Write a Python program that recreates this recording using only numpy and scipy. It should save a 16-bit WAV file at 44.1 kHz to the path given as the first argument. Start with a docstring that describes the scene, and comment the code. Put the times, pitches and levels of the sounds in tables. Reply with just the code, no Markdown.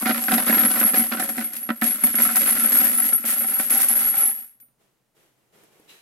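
"""Brass cartridge cases slide in batches from a plastic cup into a plastic drum, close to the microphone.
They clash and ring near one high pitch; each landing knocks the drum, whose boom fades as the pile grows.
A last case settles, then a jacket sleeve rustles as the cup is lifted away.
The room is quiet; in stereo the knocks sit to the right, the brightest brass a little to the left."""
import sys
import numpy as np
from scipy import signal
from scipy.fft import rfft, irfft, next_fast_len
from scipy.io import wavfile

SR = 44100
rng = np.random.default_rng(int(sys.argv[2]) if len(sys.argv) > 2 else 0)


def materialize(psi):
    """Save the field psi as 16-bit PCM at rate SR to the path in sys.argv[1].

    A 1-D psi becomes a single channel; in a 2-D psi each row is a channel.
    """
    bounded = np.clip(np.atleast_2d(psi).T, -1, 1)
    quanta = np.round(bounded * 32767).astype(np.int16)
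    wavfile.write(sys.argv[1], SR, quanta)


N = 265217

# Cases trickle over the cup's lip, stall once and run out. Each row: time in seconds, relative level in dB.
TRICKLE_FLOW = [(0, -37.5), (.2, -35), (1.0, -40.5), (1.08, -41.5), (1.5, -48), (1.8, -52), (1.86, -43),
                (2.4, -33), (3.1, -44), (4.28, -42.5), (4.36, -53), (4.56, -80)]
# The colour of brass on brass. Each row: frequency in Hz, gain in dB.
CLASH_COLOUR = [(500, -21), (2000, -5), (4000, -13), (6800, -10), (8500, -4), (10500, 0.5), (12500, -0.5),
                (14500, -6), (15500, -10), (16000, -20)]
CASE_HZ, CASE_SPREAD_HZ = 11348, 130  # all cases share one size, and so nearly one pitch


def case(pitch_hz, t60):
    """The mouth of a case is not quite round, so it rings as a beating pair of modes."""
    split_hz = 80 * rng.standard_normal()
    pair = ring([(pitch_hz, 0, t60), (pitch_hz + split_hz, -9, t60)], scatter_db=1.5, apart_hz=6000)
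    return swell(pair, rise_s=.0012)


def stream(times):
    """Landing, clash and ring levels of the pour in dB: sliding batches ride on the trickle."""
    # A batch breaks loose. Each row: start and hold in seconds, relative clash, landing and ring in dB.
    slides = [(.05, 0.052, -40, -24, -34), (.285, 0.087, -32, -24.5, -24.5),
              (.46, 0.19, -32.5, -26.5, -22.5), (.68, 0.19, -33.5, -32, -23), (.93, 0.052, -30, -28, -20),
              (1.11, 0.01, -37, -27, -33.5), (1.19, 0.018, -31.5, -31.5, -28.5),
              (1.275, 0.0075, -33.5, -39, -26), (1.36, 0.031, -36.5, -34, -37.5),
              (1.53, 0.013, -40, -48, -37), (1.82, 0.054, -31, -35, -21.5), (2.03, 0.013, -31.5, -32, -22),
              (2.18, 0.066, -29, -30.5, -23), (2.355, 0.16, -31, -34, -23), (2.56, 0.25, -35, -35, -24.5),
              (2.71, .17, -31, -34, -20.5), (2.9, 0.1, -36.5, -38, -24), (3.01, 0.056, -31, -36, -23),
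              (3.245, 0.068, -28.5, -38, -23.5), (3.35, 0.21, -37.5, -41, -25),
              (3.58, 0.022, -30, -40.5, -22), (3.69, 0.13, -29, -34, -22.5),
              (3.875, 0.021, -29.5, -34.5, -19.5), (3.945, 0.13, -33, -38, -22.5),
              (4.14, 0.11, -35.5, -39, -20.5), (4.37, 0.021, -48.5, -64, -40)]
    clash, landing, ringing = surges(slides, times, attack_s=.01, fall_db_per_s=178.5)
    trickle_db, = curves(TRICKLE_FLOW, times)
    layers = [("landing", landing, -2), ("clash", clash, 0), ("ring", ringing, 7)]
    return {name: 10 * np.log10(power + amp(trickle_db + db) ** 2) for name, power, db in layers}


def jingle(t60, spread_db):
    """Tumbling cases ring near one pitch until a neighbour damps them."""
    out = np.zeros((2, N))
    times = arrivals(per_second=170)
    chance = np.clip(rng.standard_normal((len(times), 3)), -2.2, 2.2)
    for s, db, (tune, force, hold) in zip(times, stream(times)["ring"], chance):
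        note = case(CASE_HZ + CASE_SPREAD_HZ * tune, t60 * np.exp(.3 * hold))
        add(out, s, amp(db + spread_db * force) * note)
    return out


def clinks(t60, rebound_s):
    """A hard-hit case clicks, rings out and strikes its neighbour a moment later."""
    # Each row: start in seconds, relative ring and click levels in dB.
    hard_hits = [(0.0034, -22, -45.5), (0.0572, -28.5, -31), (0.2375, -24.5, -27.5), (0.3406, -16, -22),
                 (0.4632, -17, -27.5), (0.5267, -10.5, -34.5), (0.6498, -9, -33.5), (0.8011, -10, -23.5),
                 (0.874, -8, -28.5), (1.0034, -14.5, -28), (1.1964, -18.5, -26.5), (1.4422, -13, -37.5),
                 (1.5327, -30, -32.5), (1.565, -21.5, -31), (1.6287, -16.5, -45.5), (1.8134, -22.5, -29.5),
                 (1.8403, -16.5, -22), (1.9216, -15.5, -37), (2.0359, -2.5, -35), (2.153, -6.5, -26),
                 (2.2194, -5, -26.5), (2.3574, -10.5, -19), (2.366, -6.5, -24.5), (2.4742, -13, -27.5),
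                 (2.6368, -8.5, -30), (2.7256, -8, -32.5), (2.7725, -6, -26.5), (2.8551, -9, -34),
                 (3.1294, -3, -30), (3.5375, -11, -35), (3.597, -18.5, -27), (3.698, -11, -28.5),
                 (3.8165, -8.5, -27), (3.9539, -11, -30.5), (4.0862, -10.5, -32), (4.2068, -18, -38.5),
                 (4.2678, -14, -37), (4.6003, -41, -56)]
    out = np.zeros((2, N))
    for s, ring_db, click_db in hard_hits:
        tune = np.clip(rng.standard_normal(2), -1.5, 1.5)
        struck_hz, neighbour_hz = CASE_HZ + CASE_SPREAD_HZ * tune
        add(out, s, amp(click_db + 27.5) * click())
        add(out, s, amp(ring_db - 5.5) * case(struck_hz, t60))
        add(out, s + rebound_s * (.5 + rng.random()), amp(ring_db - 10.5) * case(neighbour_hz, t60))
    return out


def click():
    """One hard, bright contact."""
    hit = crack(CLASH_COLOUR, snap_t60=.016, echo_db=-8, echo_t60=.075, alike=.2)
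    return energy_one(swell(hit, rise_s=.001))


def free_cases():
    """Three cases lying free on the pile sing at their own pitches when nudged."""
    # One list of modes a case. Each row: frequency in Hz, level in dB, t60 in seconds.
    case_modes = [
        [(10816, 0, .45)],
        [(8921, -2, .42), (10390, -7, .45), (13323, -2, .3), (14680, -6, .3)],
        [(9582, -5, .28), (10480, -12, .3), (11265, -8, .15), (11882, 1, .2), (14715, -6, .23),
         (15255, -6, .17)],
    ]
    # Each row: start in seconds, relative level in dB, which case.
    nudges = [(.80, -25.5, 0), (.89, -42, 0), (1.07, -26.5, 0), (1.37, -35, 0), (2.918, -24.5, 1),
              (3.062, -25.5, 1), (3.26, -24.5, 1), (3.389, -22.5, 1), (4.181, -31, 2), (4.288, -31, 2),
              (4.387, -35, 2), (4.425, -41.5, 2), (4.603, -40.5, 2), (4.625, -53, 2)]
    out = np.zeros((2, N))
    for s, db, which in nudges:
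        song = ring(case_modes[round(which)], scatter_db=2, apart_hz=9000)
        add(out, s, amp(db - 2) * swell(song, rise_s=.012))
    return out


def clatter(snap_t60, echo_db, echo_t60):
    """Cases jostle in the cup and on the pile: hundreds of snaps a second, each with a short echo."""
    times, t = arrivals(per_second=360), seconds(.25)
    sizes = forces(times, stream(times)["clash"] + 4.43, spread_db=3)
    blows = np.bincount((times * SR).astype(int), sizes ** 2, N)[:N]
    fade = (amp(-60 * t / snap_t60) + amp(echo_db - 60 * t / echo_t60)) ** 2
    power = np.abs(signal.oaconvolve(blows, fade / fade.sum())[:N])
    out = np.sqrt(power) * rush(CLASH_COLOUR, alike=.077)
    # every third contact leaves a quickly damped tinkle at a pitch of its own
    for s, size in zip(times[::3], sizes[::3]):
        tinkle = ring([(rng.uniform(8200, 14500), 0, .05)], scatter_db=-4, apart_hz=5054)
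        add(out, s, size * amp(-24) * tinkle)
    return out


def drum():
    """Cases land in the drum: a light patter, heavy landings among it, a soft settling at the end."""
    # The growing pile muffles the drum. Each row: time in seconds, relative boom level in dB.
    pile = [(0, -2), (1.0, 1), (1.9, 2), (2.4, -2.5), (3.2, -3), (3.8, -5), (4.4, -9)]
    # Each row: start in seconds, relative knock and boom levels in dB.
    heavy_landings = [(0.025, -20, -24), (0.059, -13.5, -18.5), (0.094, -13.5, -24), (0.108, -11.5, -21),
                      (0.283, -10.5, -26.5), (0.309, -15.5, -29.5), (0.364, -20, -30), (0.496, -10.5, -16),
                      (0.526, -9.5, -25), (0.571, -18.5, -19.5), (0.762, -19, -27), (0.812, -13, -23),
                      (0.829, -15, -35), (0.869, -20.5, -34), (0.935, -18.5, -24), (0.973, -25.5, -22.5),
                      (1.116, -20.5, -29), (1.147, -21, -28.5), (1.197, -19, -27.5), (1.224, -17.5, -27.5),
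                      (1.289, -21.5, -37), (1.381, -18, -23.5), (1.69, -14.5, -24.5), (1.703, -11.5, -18),
                      (1.82, -8.5, -18), (2.037, -16.5, -22.5), (2.142, -21, -26.5), (2.183, -16.5, -26.5),
                      (2.2, -14, -31), (2.29, -14.5, -41.5), (2.367, -15.5, -34), (2.473, -23.5, -30),
                      (2.564, -19.5, -37), (2.648, -21, -32), (3.124, -20.5, -36), (3.241, -22.5, -31.5),
                      (3.441, -21, -46.5), (3.596, -16, -26.5), (3.716, -20.5, -42.5), (3.8, -23, -40.5),
                      (3.966, -25, -41), (4.14, -21.5, -43.5), (4.228, -25.5, -53)]
    # A heavy case stays in contact longer, which dulls its knock. Each row: frequency in Hz, gain in dB.
    long_contact = [(2400, 1), (3600, -3.5), (6000, -12.5)]
    # Each row: start in seconds, relative level in dB.
    settles = [(4.42, -46), (4.55, -60), (4.6, -61), (4.626, -53.5), (4.684, -57.5)]
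    # The drum radiates little below its hollow note. Each row: frequency in Hz, gain in dB.
    radiation = [(30, -26.5), (90, -21.5), (140, -13.5), (185, -6), (225, 1), (400, 0)]
    times = arrivals(per_second=100)
    sizes = forces(times, stream(times)["landing"] - .5, spread_db=-1.5)
    out = shower(lambda s: knock(s, echo_db=-8), times, sizes, spots=130)
    times = arrivals(per_second=80)
    hollow_db = stream(times)["landing"] + curves(pile, times)[0]
    out += shower(lambda s: boom(), times, forces(times, hollow_db - 2, spread_db=-.5), spots=40)
    for s, knock_db, boom_db in heavy_landings:
        add(out, s, amp(knock_db + 15) * coloured(knock(s, echo_db=-13), long_contact))
        add(out, s, amp(boom_db + 24) * boom())
    for s, db in settles:
        add(out, s, amp(db + 10.5) * knock(s, echo_db=-6))
        add(out, s, amp(db + 14) * boom())
    return coloured(out, radiation)


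def knock(s, echo_db):
    """A case lands: a dull crack, the air column, the walls, and a clack that varies from spot to spot."""
    # The air column shortens as the drum fills. Each row: time in seconds, pitch in Hz, level in dB.
    air_column = [(0, 752, 3.5), (1.2, 744, 1.5), (2.0, 733, -3.5), (3.0, 751, -1.5), (3.7, 780, 0),
                  (4.27, 795, 3.5), (4.36, 775, 0)]
    # Each row: frequency in Hz, level in dB, t60 in seconds.
    wall_modes = [(554.3, -8, .11), (619.4, -4, 0.063), (995, -6.5, .07), (1330.6, -1.5, 0.12),
                  (1389, -0.5, 0.07), (1510, -3, 0.083), (1767, -7, 0.1), (1924, -5.5, 0.06),
                  (2030, -12.5, 0.047)]
    # Each row: frequency in Hz, gain in dB.
    thud_colour = [(150, -8), (300, -6.5), (440, -5.5), (570, 2.5), (950, -11), (1400, 0.5), (2200, 1),
                   (3200, -4), (5000, -7), (9000, -32.5)]
    column_hz, column_db = curves(air_column, s)
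    clack = [(hz, 4, .03) for hz in rng.uniform(1100, 2250, size=3)]
    hit = amp(-29.5) * ring([(column_hz, column_db, .1)] + wall_modes + clack, scatter_db=3, apart_hz=1900)
    add(hit, 0, crack(thud_colour, snap_t60=.015, echo_db=echo_db, echo_t60=.09, alike=.55))
    return energy_one(swell(hit, rise_s=.001))


def boom():
    """The hollow note of the air in the drum, nearly the same on both sides."""
    # Each row: frequency in Hz, level in dB, t60 in seconds.
    air_modes = [(210, -8.5, 0.07), (234.1, 3, 0.1), (265, -6.5, 0.059), (275.8, -5, 0.04)]
    return energy_one(swell(ring(air_modes, scatter_db=3, apart_hz=4000), rise_s=.0026))


def shower(sound, times, sizes, spots):
    """The stream wanders over the pile, and each spot answers in its own way."""
    out = np.zeros((2, N))
    for run in np.array_split(np.arange(len(times)), spots):
        start = times[run].min()
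        blows = np.bincount(((times[run] - start) * SR).astype(int), sizes[run])
        add(out, start, signal.fftconvolve(blows[None], sound(start), axes=1))
    return out


def placed(pour):
    """At the microphone the knocks lean to the right, the brightest brass a little to the left."""
    # Each row: frequency in Hz, left minus right in dB.
    balance = [(100, 0), (300, 0), (500, -2), (770, -.5), (1170, -6.5), (1790, -4.5), (2740, -3.5),
               (4190, 1), (6410, -2), (10500, 2), (15000, 0)]
    return np.array([coloured(side, [(hz, share * db) for hz, db in balance])
                     for side, share in zip(pour, (.5, -.5))])


def sleeve():
    """The jacket sleeve swishes and folds as the arm lifts the cup."""
    # Each row: start and hold in seconds, relative swish and fold levels in dB.
    strokes = [(4.78, 0.061, -73, -73), (5.14, 0.1, -68, -70), (5.35, 0.21, -78, -77),
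               (5.515, .13, -64.5, -64.5), (5.7, 0.19, -67.5, -67.5), (5.87, 0.069, -57.5, -67)]
    # Cloth sliding and cloth folding. Each row: frequency in Hz, gain in dB.
    swish_colour = [(410, -50), (700, -9.5), (1840, -2), (2730, -4), (3110, -4), (4050, -8), (4800, -9),
                    (13300, -8), (16000, -21.5)]
    fold_colour = [(71, -44), (120, -7), (226, -3), (262, -14), (301, -1), (413, 0), (1500, -16.5),
                   (1950, -56), (3300, -120)]
    swish, fold = np.sqrt(surges(strokes, np.arange(N) / SR, attack_s=.03, fall_db_per_s=86))
    return amp(4) * (swish * rush(swish_colour, alike=0) + fold * rush(fold_colour, alike=1.1))


def cup():
    """The empty cup ticks faintly in the hand and scrapes along the rim as it leaves."""
    # Each row: time in seconds, relative level in dB.
    ticks = [(5.261, -64), (5.635, -46.5), (5.798, -49)]
    rub_levels = [(5.86, -94.5), (5.895, -49.5), (5.96, -60.5), (6.01, -62.5)]
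    # Each row: frequency in Hz, gain in dB.
    rub_colour = [(1200, -25.5), (2400, -11.5), (2800, -3), (3200, -13.5), (3750, -10.5), (4000, 1),
                  (4300, -17), (12000, -29)]
    rub_db, = curves(rub_levels, np.arange(N) / SR)
    out = amp(rub_db) * rush(rub_colour, alike=0)
    for s, db in ticks:
        add(out, s, amp(db + 14.5) * click())
        body = ring([(311.5, .013, .096), (462, -.9, .044)], scatter_db=5, apart_hz=1990)
        add(out, s, amp(db - 13) * body)
    return out


def room_tone():
    """The faint, low rush of a quiet room."""
    # Each row: frequency in Hz, gain in dB.
    room_colour = [(15, -42), (25, -11.5), (92, -22), (108, -10), (127, -6), (149, -14), (223, -12),
                   (309, -19), (463, -17), (3920, -31.5), (12500, -30.5), (16000, -34)]
    return amp(-72.5) * rush(room_colour, alike=1.1)


def ring(modes, scatter_db, apart_hz):
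    """One blow on (Hz, dB, t60) modes; the higher a mode, the less alike it is on the two sides."""
    hz, db, t60 = np.transpose(modes)[:, :, None, None]
    t = seconds(np.clip(t60.max(), .2, .5))
    apart = np.minimum(hz / apart_hz, 2) * rng.standard_normal((len(modes), 2, 1))
    size = amp(db + scatter_db * rng.standard_normal((len(modes), 1, 1)) + apart)
    return np.sum(size * np.exp(-np.log(1000) * t / t60) * np.sin(2 * np.pi * hz * t + apart), axis=0)


def crack(colour, snap_t60, echo_db, echo_t60, alike):
    """A contact of unit energy: a snap, then its echoes inside the drum."""
    t = seconds(.2)
    noise = rng.standard_normal((2, len(t))) + alike * rng.standard_normal(len(t))
    fade = amp(-60 * t / snap_t60) + amp(echo_db - 60 * t / echo_t60)
    return energy_one(coloured(noise * fade, colour))


def swell(sound, rise_s):
    """Sound gathers in the drum over a few reflections before it is at full strength."""
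    return sound * (1 - np.exp(-np.arange(sound.shape[1]) / SR / rise_s))


def arrivals(per_second):
    """Irregular contact times while the stream runs."""
    count = int(per_second * TRICKLE_FLOW[-1][0])
    return np.abs(np.arange(count) + 1.2 * rng.standard_normal(count)) / per_second


def forces(times, level_db, spread_db):
    """Uneven contact sizes whose mean power follows a level."""
    size = unit(amp(spread_db * np.clip(rng.standard_normal(len(times)), -2, 2)))
    return size * amp(level_db) * np.sqrt(SR * times.max() / len(times))


def surges(rows, at, attack_s, fall_db_per_s):
    """Attack, hold and release of (start, hold, dB, ..) rows: one summed power per level column."""
    start, hold, *levels = np.transpose(rows)[:, :, None]
    age = at - start
    shape = np.clip(age / attack_s, 0, 1) * amp(-fall_db_per_s * np.maximum(age - hold, 0))
    return [np.sum((amp(db) * shape) ** 2, axis=0) for db in levels]


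def rush(colour, alike):
    """Stereo noise of rms 1; alike weights the part common to both sides."""
    return unit(coloured(rng.standard_normal((2, N)) + alike * rng.standard_normal(N), colour))


def coloured(x, points):
    """Minimum-phase filter with the gain of (Hz, dB) points."""
    size = 2 * next_fast_len(x.shape[-1] // 2 + 2048)
    hz, db = np.transpose(points)
    gain_db = np.interp(np.log(np.fft.rfftfreq(size, 1 / SR) + 1), np.log(hz), db)
    cepstrum = irfft(np.log(amp(gain_db)))
    cepstrum[1:size // 2] *= 2
    cepstrum[size // 2 + 1:] = 0
    return irfft(rfft(x, size) * np.exp(rfft(cepstrum)), size)[..., :x.shape[-1]]


def add(track, s, sound):
    """Mix a stereo sound into a track at time s."""
    start = max(round(s * SR), 0)
    part = track[:, start:start + sound.shape[1]]
    part += sound[:, :part.shape[1]]


def curves(rows, at):
    """Each column of a table at the given times."""
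    s, *cols = np.transpose(rows)
    return [np.interp(at, s, c) for c in cols]


def amp(db):
    """Decibels to gain."""
    return 10 ** (np.asarray(db) / 20)


def unit(x):
    """Scaled to rms 1."""
    return x / np.sqrt(np.mean(x ** 2) + 1e-20)


def energy_one(hit):
    """Scaled to a mean energy of 1 a side."""
    return hit / np.sqrt(np.sum(hit ** 2) / 2)


def seconds(length):
    """A time axis."""
    return np.arange(int(length * SR)) / SR


def scene():
    """The pour close up, then the cup and sleeve, in a quiet room."""
    brass = clatter(snap_t60=.007, echo_db=-5, echo_t60=.12)
    brass += jingle(t60=.19, spread_db=3.5) + clinks(t60=.16, rebound_s=.015) + free_cases()
    return placed(brass + drum()) + cup() + sleeve() + room_tone()


def record(dry):
    """Nothing passes above the band limit."""
    top_hz = 15900
    size = next_fast_len(N + SR // 2)
    return irfft(rfft(dry, size) * (np.fft.rfftfreq(size, 1 / SR) < top_hz), size)[:, :N]


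dry = scene()
out = record(dry)
materialize(out)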